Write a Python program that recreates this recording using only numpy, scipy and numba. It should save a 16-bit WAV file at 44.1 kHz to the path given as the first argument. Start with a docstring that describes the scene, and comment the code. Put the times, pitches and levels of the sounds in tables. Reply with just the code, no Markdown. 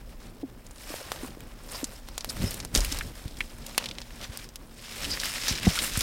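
"""Pods and cloth rustle and stalks snap as someone crouches among dry bean plants with a small camera.
The field around is quiet: a smooth distant hiss and a faint far hum, made of shaped noise and two sines.
The camera body takes dull knocks (damped, falling sines) and rumbles and creaks in the hand (low noise).
Scrapes and snaps are noise in resonances, some narrow, some broad; each stroke through the plants is
crackle and hiss ringing in pods, thin husks and stems. All reaches the one microphone, in the camera."""
import sys
import numpy as np
from scipy import signal
from scipy.fft import rfft, irfft
from scipy.io import wavfile
from scipy.ndimage import uniform_filter1d
from numba import njit

SR = 44100
rng = np.random.default_rng(int(sys.argv[2]) if len(sys.argv) > 2 else 0)


def transcribe(signal):
    """Save signal, clipped to [-1, 1], as a 16-bit WAV file at the path in sys.argv[1]."""
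    frames = np.atleast_2d(signal).T
    limited = np.clip(frames, -1, 1)
    pcm = np.round(limited * 32767).astype(np.int16)
    wavfile.write(sys.argv[1], SR, pcm)


N = 265482  # samples, about 6 s


def undb(db):
    """Gain of a dB value."""
    return 10 ** (np.asarray(db) / 20)


def unit(x):
    """Scaled to rms 1."""
    return x / np.sqrt(np.mean(x ** 2))


def curves(table):
    """Columns of a table joined by straight lines, one value a sample."""
    s, *columns = np.transpose(table)
    t = np.arange(N) / SR
    return [np.interp(t, s, column) for column in columns]


@njit
def svf(x, hz, width):
    """State-variable band-pass, gain 1 at the centre; hz and width in Hz."""
    y, band, low = np.empty(len(x)), 0., 0.
    g, damping = np.tan(np.pi * hz / SR), width / hz
    for i in range(len(x)):
        v = (band + g * (x[i] - low)) / (1 + g * (g + damping))
        band = 2 * v - band
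        low = low + 2 * g * v
        y[i] = damping * v
    return y


def steep(x, hz, width):
    """The band-pass applied twice."""
    hz, width = 1. * hz, 1. * width
    return svf(svf(x, hz, width), hz, width)


def walk(rate):
    """Random levels, rate of them a second, joined by straight slopes; rms 1."""
    k = int(SR / rate)
    steps = np.repeat(rng.standard_normal(N // k + 1), k)
    return unit(uniform_filter1d(steps, k)[:N])


def add(out, s, sound):
    """Mix a sound in from second s."""
    i = int(s * SR)
    out[i:i + len(sound)] += sound[:N - i]


# Colour of the distant hiss, joined over log pitch: pitch_hz [Hz], relative_level_db [dB per Hz]
HISS_COLOUR = [(35, -33), (60, -8), (168, -53), (238, 12), (389, 1), (1220, -10), (5210, -32), (14600, -13),
               (16000, -11)]
# Lines of the far hum: pitch_hz [Hz, wavering], level_db [dB, sine peak, wavering]
HUM_LINES = [(117, -61), (233, -57)]
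HISS_DB = -59.5  # rms


def field():
    """Far off: smooth noise of a fixed colour, and sines whose pitch wanders together, each level alone."""
    hz, db = np.transpose(HISS_COLOUR)
    bins = np.arange(N // 2 + 1) * SR / N + 1  # 1 Hz up, so that the log exists
    colour = undb(np.interp(np.log(bins), np.log(hz), db))
    hiss = irfft(rfft(rng.standard_normal(N)) * colour, N)
    drift = np.cumsum(1 + 0.00637 * walk(5.1)) / SR  # time running slightly unevenly, s
    hum = np.zeros(N)
    for line_hz, line_db in HUM_LINES:
        hum += undb(line_db + 2.4 * walk(3.8)) * np.sin(2 * np.pi * line_hz * drift)
    return undb(HISS_DB) * unit(hiss) + hum


# Grip and air moving at the microphone, points on two level curves:
# time_s [s], rumble_db [dB, deep rumble], creak_db [dB, low creak]
GRIP_LEVELS = [(0.0, -43.5, -55), (0.4, -49.5, -50), (0.76, -47.5, -55.5), (1.25, -48.5, -48.5),
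               (1.85, -45.5, -53), (2.18, -43.5, -54.5), (2.34, -41.5, -45), (2.44, -37, -37.5),
               (2.53, -52, -41), (2.69, -45, -45.5), (2.77, -43, -32.5), (2.84, -27, -44),
               (3.02, -39, -43.5), (3.14, -42.5, -50.5), (3.64, -43.5, -49.5), (3.82, -50, -47),
               (4.11, -45.5, -53), (4.85, -50.5, -52), (5.08, -36.5, -43), (5.2, -46, -46.5),
               (5.6, -46, -43.5), (5.72, -48, -48), (5.82, -45, -43), (6.02, -41, -47)]


def handling():
    """At the microphone: deep rumble and a low, uneven creak carried through the camera body."""
    rumble_db, creak_db = curves(GRIP_LEVELS)
    rumble = steep(rng.standard_normal(N), 30.8, 27.7)
    creak = steep(rng.standard_normal(N), 91, 290)
    creak = creak * undb(4.4 * np.tanh(walk(25)))
    return undb(rumble_db) * unit(rumble) + undb(creak_db) * unit(creak)


# Knocks on the camera body: start_s [s], level_db [dB, envelope peak], pitch_hz [Hz, lowest mode at the blow],
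# t60_s [s to fade 60 dB], drop_octaves [octaves the pitch falls in the end]
BODY_KNOCKS = [(.431, -25.5, 338, 0.092, 0.45), (0.904, -33.5, 328, 0.035, 0.27),
               (0.9409, -24.5, 587, 0.0054, .2), (1.012, -36.5, 533, 0.045, 0.12),
               (1.2327, -27, 325, 0.023, .5), (1.244, -33.5, 296, .06, 0.38),
               (1.372, -33, 333, 0.0093, 0.75), (1.83, -24, 357, 0.042, 0.87),
               (2.74, -30, 140, 0.053, 0.43), (2.759, -22.5, 304, 0.023, 0.72),
               (2.771, -16.5, 47, 0.27, 0.27), (2.916, -32.5, 309, 0.062, 0.28),
               (3.051, -31.5, 131, 0.11, 0.99), (3.257, -24.5, 172, 0.034, 2.9),
               (4.293, -31.5, 130, 0.054, 1.2), (5.51, -23.5, 230, 0.1, 2.6),
               (5.646, -28.5, 221, 0.075, 0.27), (5.668, -10.5, 264, 0.066, 0.78),
               (5.670, -22, 830, 0.029, 0.65), (5.677, -10.5, 141, 0.028, 1.9),
               (5.974, -20, 223, 0.056, 2.5)]


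def knocks():
    """A few damped swings that slow down as the blow is absorbed; higher shell modes die sooner."""
    out, t = np.zeros(N), np.arange(16000) / SR
    for s, db, hz, t60, drop in BODY_KNOCKS:
        octaves = -drop * (1 - np.exp(-t / 0.011))
        turns = np.cumsum(hz * 2 ** octaves) / SR
        fade = np.exp(-np.log(1000) * t / t60)
        shape = (1 - np.exp(-t * hz / 0.82)) * fade  # low pitches set in more slowly
        shell = np.sin(2 * np.pi * 1.366 * turns) + 0.33 * np.sin(2 * np.pi * 2.44 * turns)
        swing = np.sin(2 * np.pi * turns) + .5 * fade * shell
        add(out, s, undb(db) * shape / shape.max() * swing)
    return out


# Short rough scrapes and squeaks, and a low rattling rumble: start_s [s], length_s [s], pitch_hz [Hz],
# width_hz [Hz, of each of two filter passes], level_db [dB, rms before the swell]
ROUGH_SCRAPES = [(1.717, 0.086, 4940, 900, -42.5), (2.286, 0.028, 4700, 2000, -30.5),
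                 (2.289, 0.027, 8800, 5000, -35.5), (2.36, 0.14, 110, 129, -27),
                 (2.429, 0.083, 5240, 500, -36.5), (4.228, 0.032, 3960, 4200, -35.5),
                 (5.089, 0.074, 4900, 600, -28), (5.017, 0.17, 280, 96, -43),
                 (5.467, 0.048, 5200, 2000, -27), (5.766, 0.024, 1370, 300, -31)]


def scrapes():
    """Rough noise in one resonance, narrow or broad, under a smooth swell and fade."""
    out = np.zeros(N)
    noises = rng.standard_normal((len(ROUGH_SCRAPES), 2, 8000))
    for (s, length, hz, width, db), noise in zip(ROUGH_SCRAPES, noises):
        n = min(int(length * SR), 8000)
        slips = undb(42 * uniform_filter1d(noise[1], size=100))  # the grip catches and lets go
        rough = unit(steep(slips * noise[0], hz, width))
        add(out, s, undb(db) * np.hanning(n) * rough[:n])
    return out


# Stalks and pods that snap: start_s [s], level_db [dB, peak of the ring alone], pitch_hz [Hz, ring],
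# dull_db and bright_db [dB, peaks of the dull and bright parts relative to the ring]
STALK_SNAPS = [(0.6662, -34.5, 6100, -12, -12), (0.7094, -35.5, 7000, -4, -12),
               (0.7597, -36, 4400, -21, -23), (0.783, -37.5, 3430, -18, -6), (1.1186, -20, 3500, 4, 0.5),
               (1.4056, -38, 2370, -7, 7.5), (1.2468, -38, 1110, 10, 2), (1.6896, -33, 4840, -5, -17),
               (1.8429, -14.5, 6300, -21, -17), (2.0869, -31.5, 3860, 1, 1), (2.1795, -21, 4700, -3, 3.5),
               (2.2081, -24, 4300, -18, -22), (2.2457, -24, 3400, 2, 8), (2.509, -28.5, 4330, -17, 14.5),
               (2.543, -30.5, 4300, -8, 10), (2.602, -20.5, 4400, -16, -34), (2.6498, -23, 5260, -5.5, 2),
               (2.744, -24, 6000, -19, 5), (2.75, -6, 5400, -16, -12), (2.7594, -9.5, 4100, -18, 0.5),
               (2.7753, -9.5, 5300, -28, -8), (2.791, -22, 5200, -21, -9), (2.8058, -13.5, 5100, -26, -12),
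               (2.817, -27, 5400, -8, -19), (2.8478, -22, 3460, -11, 8), (2.924, -14.5, 5070, -26, -9),
               (2.9879, -22, 3900, -20, 4), (3.0096, -21, 1900, -31, -24), (3.28, -31.5, 4000, -17, -3),
               (3.3702, -34, 3400, -15, 0), (3.406, -15, 2200, -17.5, -15), (3.6647, -29.5, 5360, -11, 6),
               (3.748, -31, 2600, -18, -11), (3.7793, -9, 3200, -3.5, 5.5), (3.841, -23.5, 3260, -17, -21),
               (3.8587, -18.5, 3150, -26, -14), (3.888, -23.5, 3900, -16, -19),
               (3.912, -22.5, 3280, -32, -22), (3.9524, -32.5, 3740, -21, -27),
               (3.9844, -21, 3240, -14, -16), (4.017, -23, 4200, -15, -24), (4.3733, -28, 4000, -9, 8),
               (4.4899, -32, 5100, -21, -3), (4.5581, -25.5, 4180, -15, 3), (5.0503, -22.5, 2600, -25, -4),
               (5.1088, -19, 4700, -18, -22), (5.1358, -22, 4640, -27, -19), (5.2, -15.5, 4200, -25, -28),
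               (5.4825, -14.5, 4770, -9.5, 1), (5.6946, -22.5, 3370, -20, -23),
               (5.7895, -10, 3150, -22, -29), (5.9363, -19, 5500, -22, -13),
               (5.9563, -23.5, 1580, -27, -14), (5.974, -11, 9150, -19, -14),
               (5.992, -11.5, 8950, -29, -14), (6.0083, -12, 4070, -18, 1)]
SNAP_T60_S = 0.032  # of the splinters, before the filters
BROAD_HZ = 3400  # thicker stalks, pitched below this, ring more narrowly


def snaps():
    """One clean crack, then uneven splinters that die away, the treble first; each rings in its own band."""
    out, t = np.zeros(N), np.arange(3000) / SR
    crack = 7.7 * (t == 0)
    fade = np.exp(-np.log(1000) * t / SNAP_T60_S)
    noises = rng.standard_normal((len(STALK_SNAPS), 2, 3000))
    for (s, db, hz, dull_db, bright_db), noise in zip(STALK_SNAPS, noises):
        splinters = noise[0] * undb(12.5 * uniform_filter1d(noise[1], size=30))
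        width = hz * min(hz / BROAD_HZ, 1.03)
        parts = [steep(crack + splinters * fade, hz, width),
                 steep(crack + 0.087 * splinters * fade, 700, 1180),
                 steep(crack + splinters * fade ** 2.0, 10500, 16000)]
        ring, dull, bright = (p / np.abs(p).max() for p in parts)
        # neighbouring bands swing opposite, so the crack is even across their overlap
        add(out, s, undb(db) * (ring - undb(dull_db) * dull - undb(bright_db) * bright))
    return out


# Strokes of arm and body through the plants: start_s [s, fullest from here],
# swell_s [s to rise by SWELL_DB], hold_s [s], fade_s [s to fall by SWELL_DB],
# pods_db, husks_db, stems_db [dB, at the fullest]
BODY_STROKES = [(0.2, 0.44, 0.072, 0.13, -58, -68, -59), (0.911, 0.17, 0.043, 0.18, -42, -45, -46),
                (1.056, .2, 0.21, 0.095, -48, -52, -49), (1.35, 0.13, 0.11, 0.73, -59, -66.5, -56),
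                (1.749, 0.14, 0.016, 0.26, -43, -45, -46.5), (2.092, 0.75, 0.19, .3, -54, -64, -57.5),
                (2.303, .06, .01, 0.12, -51, -46.5, -47), (2.445, 0.19, 0.016, 0.15, -39.5, -44.5, -45),
                (2.524, 0.084, .01, 0.19, -42, -49, -48.5), (2.755, 0.021, .02, 0.062, -32, -35, -34.5),
                (2.847, 0.13, 0.097, 0.21, -38.5, -45.5, -48),
                (3.186, 0.74, 0.066, 0.34, -53.5, -56.5, -58), (3.407, 0.14, .01, 0.27, -48, -53, -55),
                (3.687, 0.24, .07, 0.22, -47.5, -54.5, -51.5), (3.796, 0.087, 0.039, 0.17, -45, -62, -46),
                (4.02, 0.17, .1, 0.41, -50.5, -60, -55.5), (4.242, 0.21, .01, 0.11, -46, -56, -49),
                (4.33, .03, .025, .04, -46, -56, -48), (4.4, 0.071, .045, .04, -47, -53, -59),
                (4.859, 0.13, 0.091, 0.16, -43.5, -65, -59), (5.044, .25, 0.059, 0.14, -35.5, -43.5, -45.5),
                (5.257, 0.21, 0.019, 0.11, -32, -42, -46), (5.331, .1, 0.13, 0.16, -35, -46, -51),
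                (5.495, 0.056, .01, 0.17, -27.5, -56, -49), (5.686, .2, 0.089, .2, -32, -61, -46.5),
                (5.848, 0.2, 0.011, 0.084, -34, -34, -52), (5.958, 0.14, 0.022, .2, -31.5, -47, -58)]
# Plants stirring between strokes: pods_db, husks_db, stems_db [dB]
STIR_DB = (-62.5, -66.5, -59.5)
SWELL_DB = 20


def strokes():
    """Gains of pods, husks and stems: each stroke swells, holds and fades, its power added to the stir."""
    t = np.arange(N) / SR
    power = undb(STIR_DB)[:, None] ** 2 * np.ones(N)
    for s, swell, hold, fade, *db in BODY_STROKES:
        down = np.maximum(s - t, 0) / swell + np.maximum(t - s - hold, 0) / fade
        shape = undb(-SWELL_DB * np.minimum(down, 5))
        power = power + (undb(db)[:, None] * shape) ** 2
    return np.sqrt(power)


def crackle(per_s, scatter_db, tail_s):
    """Noise opened by tiny fractures: many small, few large, each with a sharp start and short tail."""
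    when, size = rng.random(N), rng.exponential(size=N)
    starts = (when < per_s / SR) * undb(scatter_db * np.minimum(size, 5))
    opening = signal.lfilter([1], [1, -np.exp(-1 / (tail_s * SR))], starts)
    return unit(opening * rng.standard_normal(N))


# Resonances of the brushed pods: pitch_hz [Hz], width_hz [Hz], relative_level_db [dB]
POD_RINGS = [(1900, 1560, 0.5), (2710, 1450, -2.5), (3900, 2100, -0.5), (5200, 590, 1.5), (7100, 2900, -9)]


def brushing():
    """Closest: crackle over a flickering hiss, heard through pods, thin husks and stems."""
    pod, husk, stem = strokes()
    shared = crackle(per_s=600, scatter_db=5.0, tail_s=0.0018)
    surge_db = 1.46 * walk(45)  # stalks catch on the sleeve and spring free

    def grain(own_db):
        """The common crackle, plus crackle and hiss of this part's own: the colour keeps shifting."""
        own = undb(own_db) * crackle(per_s=280, scatter_db=3.5, tail_s=0.0023)
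        flicker = undb(surge_db + 0.98 * walk(20))
        return flicker * (shared + own + 1.94 * rng.standard_normal(N))

    pods = np.zeros(N)
    for hz, width, db in POD_RINGS:
        pods += undb(db) * svf(grain(own_db=9.0), 1. * hz, 1. * width)
    husks = steep(grain(own_db=8.5), 8700, 6900)
    husks = husks + 0.95 * steep(grain(own_db=-11.0), 13200, 7700)
    stems = steep(grain(own_db=4.0), 915, 1770)
    stems = stems + 1.59 * svf(grain(own_db=9.5), 549.0, 99.0)
    return pod * unit(pods) + husk * unit(husks) + stem * unit(stems)


def scene():
    """Everything as it reaches the one microphone."""
    plants = brushing() + snaps() + scrapes()
    return (plants + knocks() + handling() + field())[None]


PEAK = .8  # amplitude the rounding never passes
TOP_HZ = 15900  # edge of the steep low-pass


def record(dry):
    """The camera rounds the sharpest peaks and cuts the top."""
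    rounded = PEAK * np.tanh(dry / PEAK)
    low_pass = signal.ellip(8, .2, 70, TOP_HZ, fs=SR, output="sos")
    return signal.sosfilt(low_pass, rounded)


dry = scene()
out = record(dry)
transcribe(out)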